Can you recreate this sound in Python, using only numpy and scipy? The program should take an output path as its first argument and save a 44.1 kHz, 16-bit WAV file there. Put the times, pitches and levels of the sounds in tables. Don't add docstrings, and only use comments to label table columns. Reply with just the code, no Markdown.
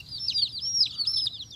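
import sys
import numpy as np
from scipy import signal
from scipy.fft import rfft, irfft
from scipy.io import wavfile
from scipy.ndimage import uniform_filter1d

SR = 44100
rng = np.random.default_rng(int(sys.argv[2]) if len(sys.argv) > 2 else 0)


def to_linear_factor(level_db):
    exponent = np.asarray(level_db, float) / 20
    return 10 ** exponent


def persist_wave(psi):
    counts = np.round(np.clip(psi, -1, 1) * 32767).astype(np.int16)
    wavfile.write(sys.argv[1], SR, np.atleast_2d(counts).T)


N = 68355


def evened(x):
    return x / np.sqrt(np.mean(x ** 2) + 1e-20)


def add(mix, start_s, sound):
    part = mix[max(round(start_s * SR), 0):][:len(sound)]
    part += sound[:len(part)]


def drift(n, size):
    smoothed = uniform_filter1d(rng.standard_normal(n), size)
    return evened(uniform_filter1d(smoothed, size))


def coloured(points):
    point_hz, point_db = np.transpose(points)
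    hz = np.fft.rfftfreq(N, 1 / SR)
    shape_db = np.interp(np.log(hz + 1), np.log(point_hz), point_db, left=-60, right=-60)
    return evened(irfft(rfft(rng.standard_normal(N)) * to_linear_factor(shape_db), N))


def resonate(x, hz, width_hz):
    turn = np.exp(2j * np.pi * hz * np.arange(len(x)) / SR)
    r = np.exp(-np.pi * width_hz / SR)
    return 2 * (turn * signal.lfilter([1 - r], [1, -r], x / turn)).real


def whistle(hz, db, bright_db):
    overtones_db = [-61.5, -76]
    reference_db, overtone_growth = -26.5, 0.7
    n = len(hz)
    jittered_hz = hz * (1 + 0.0005 * drift(n, size=60))
    phase = 2 * np.pi * np.cumsum(jittered_hz) / SR
    glide = np.minimum(abs(np.gradient(hz)) * SR / 40000, 1)
    flutter_db = 0.6 + 1.2 * glide
    effort_db = overtone_growth * (db - reference_db)
    tone = to_linear_factor(db + flutter_db * drift(n, size=90)) * np.sin(phase)
    for partial, over_db in enumerate(overtones_db + np.asarray(bright_db), start=2):
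        patchy_db = over_db + effort_db + 4.5 * drift(n, size=700)
        audible = partial * hz < 15800
        tone += to_linear_factor(patchy_db) * np.sin(partial * phase) * audible
    t = np.arange(n) / SR
    soft_edges = np.clip(np.minimum(t, t[-1] - t) / 0.0025, 0, 1)
    return np.sqrt(2) * tone * soft_edges


def peep(start, length, top_hz, end_hz, db, bend, peak, bright_db=0.):
    onset_dip, onset_s = 0.0203, 0.0152
    t = np.arange(0, length, 1 / SR)
    u = t / length
    falling_hz = top_hz - (top_hz - end_hz) * u ** bend
    hz = falling_hz * (1 - onset_dip * np.exp(-t / onset_s))
    skew = np.log(.5) / np.log(np.clip(peak, .1, .9))
    swell = np.sin(np.pi * u ** skew) ** 0.68
    return start, swell * whistle(hz, db, bright_db)


def traced_peep(rows, bright_db, dips=()):
    s, row_hz, row_db = np.transpose(rows)
    t = np.arange(s[0], s[-1], 1 / SR)
    hz = uniform_filter1d(np.interp(t, s, row_hz), size=100, mode="nearest")
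    db = uniform_filter1d(np.interp(t, s, row_db), size=100, mode="nearest")
    for at, dip_hz, dip_db, half_width in dips:
        bell = np.exp(-((t - at) / half_width) ** 2)
        hz = hz - dip_hz * bell
        db = db + dip_db * bell
    return s[0], whistle(hz, db, bright_db)


def shop():
    # (frequency [Hz], level [dB per Hz])
    rumble_points = [(30, -52.5), (60, -2), (85, 2), (110, -2), (160, -3.5), (400, -25), (1200, -26.5),
                     (2300, -33.5)]
    # (frequency [Hz], level [dB per Hz])
    hiss_points = [(2000, -14), (5000, -6), (7500, -9.5), (10000, -17), (12500, -13.5), (15500, -24)]
    # (pitch [Hz], width [Hz], level [dB])
    motor_hums = [(109, 17, -55.5), (126.3, 8.8, -62.5), (283.2, 12.6, -66.5)]
    t = np.arange(N) / SR
    out = to_linear_factor(-53.5 - 3 * t + 1.2 * drift(N, size=3000)) * coloured(rumble_points)
    out += to_linear_factor(-62.5 - 5 * t + 0.86 * drift(N, size=1500)) * coloured(hiss_points)
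    for hz, width_hz, db in motor_hums:
        out += to_linear_factor(db) * evened(resonate(rng.standard_normal(N), hz, width_hz))
    return out


def flock():
    count, spread_db, room_t60 = 70, 5.5, .55
    pad = SR // 2
    far = np.zeros(N + pad)
    for k, (when, size, pitch, effort) in enumerate(rng.random((count, 4))):
        start = (k + when) / count * len(far) / SR
        top_hz = 4525 * (.85 + 0.3 * pitch)
        end_hz = 2900 * (.85 + 0.258 * size)
        db = spread_db * 2 * effort
        add(far, *peep(start, 0.038 + 0.062 * size, top_hz, end_hz, db, bend=6.7, peak=0.83))
    tail = rng.standard_normal(pad) * to_linear_factor(-60 * np.arange(pad) / SR / room_t60)
    blurred = evened(signal.fftconvolve(far, tail)[pad:pad + N])
    return to_linear_factor(-51.5 - 6 * np.arange(N) / SR) * blurred


def sliding_chicks():
    # (start [s], length [s], top [Hz], end [Hz])
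    slides = [(0, .013, 2900, 2650), (.1, .13, 4150, 3450), (.258, .045, 2800, 2450),
              (.317, .018, 5900, 4600), (.435, .04, 3300, 2800), (.47, .057, 4350, 3250),
              (.643, .04, 3350, 2800), (.905, .016, 4500, 4700), (.915, .047, 3800, 2750),
              (.93, .075, 4000, 2850), (1.049, .011, 2550, 3300), (.368, .033, 3900, 2900),
              (.262, .115, 3800, 3900)]
    slide_levels = [-39, -49.5, -57.5, -45.5, -52, -44, -52.5, -36.5, -41.5, -47, -46, -37.5, -52]
    slide_brightness = [13.5, -12, -8, -10, -8, -12, -6, -21, 16.5, -13, 19, 13.5, -12.5]
    out = np.zeros(N)
    for row, db, bright_db in zip(slides, slide_levels, slide_brightness):
        add(out, *peep(*row, db, bend=1.6, peak=0.49, bright_db=bright_db))
    return out


def near_chicks():
    # (time [s], pitch [Hz], level [dB])
    first_calls = [
        [(.085, 4780, -40.5), (.103, 5133, -51), (.12, 4860, -38), (.163, 4580, -34.5), (.177, 4150, -39.5),
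         (.184, 3640, -34.5), (.193, 3130, -53.5)],
        [(.15, 5160, -88), (.205, 5364, -34.5), (.25, 5353, -31.5), (.274, 5470, -35.5), (.285, 4860, -20),
         (.301, 4000, -27), (.309, 3310, -36), (.323, 2894, -34), (.336, 2040, -60.5)],
        [(.328, 5150, -42), (.339, 5400, -41), (.347, 4896, -30.5), (.37, 4770, -24.5), (.402, 4683, -28),
         (.431, 4440, -19), (.446, 4124, -31), (.466, 3640, -33), (.484, 2650, -44)],
        [(0.488, 5061, -41), (0.51, 5360, -59), (0.53, 4780, -40), (0.56, 4647, -35.5), (0.584, 3950, -31),
         (0.606, 2903, -46)],
    ]
    # (time [s], pitch [Hz], level [dB])
    loud_calls = [
        [(0.598, 4600, -53), (0.624, 5230, -33.5), (0.66, 5478, -28.5), (.7, 5638, -29.5), (0.735, 5587, -31.5),
         (.75, 5622, -23.5), (0.786, 5536, -25.5), (0.801, 5516, -25.5)],
        [(0.8, 5200, -45), (.805, 5185, -18.5), (.823, 5190, -20), (.832, 4700, -20), (0.84, 4014, -27),
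         (0.848, 4110, -30), (0.859, 3765, -25.5), (0.875, 2254, -43)],
        [(0.925, 4900, -66), (0.955, 4670, -43.5), (.975, 4690, -45.5), (.988, 4590, -32), (1.007, 4513, -23.5),
         (1.022, 4392, -25.5), (1.035, 4395, -32.5), (1.072, 3080, -45.5)],
        [(1.057, 3400, -48), (1.064, 4600, -38), (1.076, 5135, -21.5), (1.098, 5376, -28.5), (1.14, 5346, -28),
         (1.174, 5275, -24), (1.2, 5267, -27.5)],
    ]
    # (time [s], pitch [Hz], level [dB])
    late_calls = [
        [(1.2, 5450, -33), (1.248, 5104, -27.5), (1.26, 4700, -27.5), (1.268, 3877, -16.5),
         (1.276, 3510, -27.5), (1.286, 2685, -55)],
        [(1.09, 4620, -55), (1.11, 4640, -40), (1.125, 4400, -60), (1.14, 4090, -32), (1.16, 3930, -51.5),
         (1.173, 3574, -29.5), (1.192, 2850, -62)],
        [(1.158, 4950, -39.5), (1.2, 3644, -30.5), (1.22, 2730, -56.5)],
        [(1.195, 3840, -50), (1.24, 4020, -48), (1.295, 3887, -47.5), (1.315, 4020, -43.5),
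         (1.335, 3800, -40.5), (1.362, 3490, -36.5), (1.39, 2710, -59.5)],
        [(1.333, 5010, -46), (1.352, 5090, -47), (1.378, 4745, -53), (1.404, 4005, -34.5), (1.43, 3240, -38.5),
         (1.442, 2900, -49.5)],
    ]
    # (second partial [dB], third partial [dB])
    call_brightness = [(9, -2), (3, 3), (2, -3), (4, -2), (5, 7), (-18, -18), (-18, -8), (-5, -18),
                       (-6, -18), (1, -6), (7, 1)]
    # (time [s], pitch dip [Hz], level change [dB], half width [s])
    pitch_level_dips = [(.28, 3, -18, 0.0017), (.291, 7, -11, 0.0022), (.301, -8, 3, 0.0018),
                        (.305, 3, 1.5, 0.0014), (.413, 38.5, -12, 0.0068), (.441, -2, 0.5, .002),
                        (.779, 183, 2.5, 0.0038), (.806, 201, 0, 0.0079), (.829, -9, -4, 0.0014),
                        (.834, -5, -6.5, 0.00068), (.838, 243.5, -0.5, 0.0045), (.853, -9, -17, 0.0019),
                        (1.127, 23.5, -12, 0.0054), (1.156, -12.5, -14, 0.0037), (1.17, 79, -1, 0.0048),
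                        (1.216, -16, -3, 0.0056), (1.226, 94, 2, 0.0019), (1.233, 202, -2, 0.004),
                        (1.254, 5, -13, .002), (1.261, -6, -6, .0015), (1.266, 150, -10.5, 0.0032)]
    long_calls = [loud_calls[0] + loud_calls[1][1:], loud_calls[3] + late_calls[0][1:]]
    calls = first_calls + loud_calls[2:3] + late_calls[1:] + long_calls
    out = np.zeros(N)
    for k, (rows, bright_db) in enumerate(zip(calls, call_brightness)):
        smooth_voice = k in range(4, 9)
        add(out, *traced_peep(rows, bright_db, () if smooth_voice else pitch_level_dips))
    return out


def half_hidden_chicks():
    # (time [s], pitch [Hz], level [dB])
    hidden_calls = [
        [(.268, 5650, -58), (.292, 6300, -54), (.33, 6070, -55), (.365, 5650, -53), (.374, 5050, -50),
         (.381, 4250, -52)],
        [(.376, 4130, -40), (.382, 3790, -30.5), (.4, 3700, -36.5), (.412, 3480, -38), (.422, 3180, -34),
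         (.432, 2450, -52)],
        [(.822, 6260, -59), (.86, 5860, -52), (.895, 5640, -67), (.912, 5000, -48), (.921, 3870, -42)],
        [(.864, 3960, -50), (.882, 3930, -36.5), (.892, 4000, -48.5), (.898, 3590, -41), (.918, 3280, -47),
         (.935, 2760, -49)],
        [(1.415, 5270, -60), (1.43, 5800, -54.5), (1.445, 5880, -54.5), (1.47, 5680, -52), (1.5, 5430, -57),
         (1.51, 5700, -49), (1.518, 5700, -56)],
        [(1.504, 5540, -56), (1.512, 4960, -41), (1.517, 3740, -49), (1.524, 3650, -44), (1.54, 3460, -42.5),
         (1.552, 3155, -44.5)],
        [(1.514, 4850, -60), (1.526, 5700, -57), (1.536, 6300, -52), (1.548, 5240, -70)],
    ]
    hidden_brightness = [-5, 3, -4, 5, -2, 4, -15]
    out = np.zeros(N)
    for rows, bright_db in zip(hidden_calls, hidden_brightness):
        add(out, *traced_peep(rows, bright_db))
    return out


def room(x, t60):
    at = np.arange(300, SR // 2 - 20, 20)
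    reflections = np.zeros(SR // 2)
    signs = rng.choice([-1., 1.], len(at))
    reflections[at + rng.integers(0, 20, len(at))] = signs * to_linear_factor(-60 * at / SR / t60)
    return signal.fftconvolve(x, reflections / np.linalg.norm(reflections))[:N]


def chicks():
    # (delay [s], level [dB])
    box_echoes = [(.0021, -20.5), (.0047, -22), (.0083, -15.5), (0.014, -25)]
    voices = sliding_chicks() + near_chicks() + half_hidden_chicks()
    out = voices + to_linear_factor(-20) * room(voices, t60=0.29)
    for delay, db in box_echoes:
        add(out, delay, to_linear_factor(db) * voices)
    return out


def feet():
    # (time [s], level [dB])
    foot_ticks = [(.002, -53), (.029, -72), (.386, -63.5), (1.092, -59.5), (1.11, -62.5), (1.118, -45.5),
                  (1.223, -58.5), (1.259, -51), (1.271, -67), (1.326, -62.5), (1.416, -58)]
    out = np.zeros(N)
    t = np.arange(3000) / SR
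    for at, db in foot_ticks:
        bright_noise = np.diff(rng.standard_normal(len(t) + 1))
        add(out, at, bright_noise * to_linear_factor(db - 60 * t / 0.015))
    return out


def box_taps():
    # (time [s], ring pitch [Hz], ring t60 [s])
    finger_taps = [
        (.632, 1050, .05),
        (.648, 530, .09),
        (.808, 1100, .03),
        (1.228, 900, .02),
        (1.253, 600, .03),
        (1.261, 750, .02),
        (1.27, 900, .02),
        (1.305, 680, .06),
    ]
    # (ring [dB], click [dB])
    tap_levels = [(-58, -66), (-54, -70), (-58, -57), (-64, -58), (-53, -55), (-54, -44), (-60, -56),
                  (-59, -63)]
    out = np.zeros(N)
    t = np.arange(3000) / SR
    dull = signal.butter(3, 3000, fs=SR, output="sos")
    for (at, hz, t60), (ring_db, click_db) in zip(finger_taps, tap_levels):
        click = evened(signal.sosfilt(dull, rng.standard_normal(len(t))))
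        click = click * to_linear_factor(click_db - 60 * t / .015)
        ring = to_linear_factor(ring_db - 60 * t / t60) * np.sin(2 * np.pi * hz * t)
        add(out, at, click + ring)
    return out


def sleeve():
    # (time [s], level [dB])
    rub_levels = [
        (0.861, -70.5),
        (0.876, -79),
        (0.964, -63),
        (1.142, -64.5),
        (1.2, -86.5),
    ]
    s, db = np.transpose(rub_levels)
    noise = rng.standard_normal(N)
    rim_hz, rim_width_hz = 1274, 150
    once = resonate(noise, rim_hz, rim_width_hz)
    rub = evened(resonate(once, rim_hz, rim_width_hz))
    rub += to_linear_factor(-2.5) * evened(resonate(noise, 1100, 840))
    return rub * to_linear_factor(np.interp(np.arange(N) / SR, s, db, left=-110, right=-110))


def masked(x):
    limit_start_db, limit_db_per_khz, depth_db = -43.5, -3.2, -36
    hz, _, z = signal.stft(x, SR, window="blackmanharris", nperseg=1024, noverlap=768)
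    power = abs(z) ** 2
    loudest_hz = hz[power.argmax(1)]
    above_khz = (hz[:, None] - loudest_hz[:, None]) / 1000
    loudest_db = 10 * np.log10(power.max(1, keepdims=True) + 1e-20)
    limit_db = loudest_db + limit_start_db + limit_db_per_khz * above_khz
    nearby = uniform_filter1d(uniform_filter1d(power, size=9, axis=1), size=3, axis=2)
    band_db = 10 * np.log10(abs(nearby) + 1e-20)
    hidden = (above_khz > 0) / (1 + np.exp(np.clip(band_db - limit_db, -30, 30)))
    gain = to_linear_factor(depth_db * hidden)
    return signal.istft(z * gain, SR, window="blackmanharris", nperseg=1024, noverlap=768)[1][:, :N]


def scene():
    return (shop() + flock() + chicks() + feet() + box_taps() + sleeve())[None]


def band_limit(x):
    return signal.sosfilt(signal.butter(12, 15830, fs=SR, output="sos"), x)


def record(dry):
    mix = masked(dry)
    return band_limit(mix)


dry = scene()
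out = record(dry)
persist_wave(out)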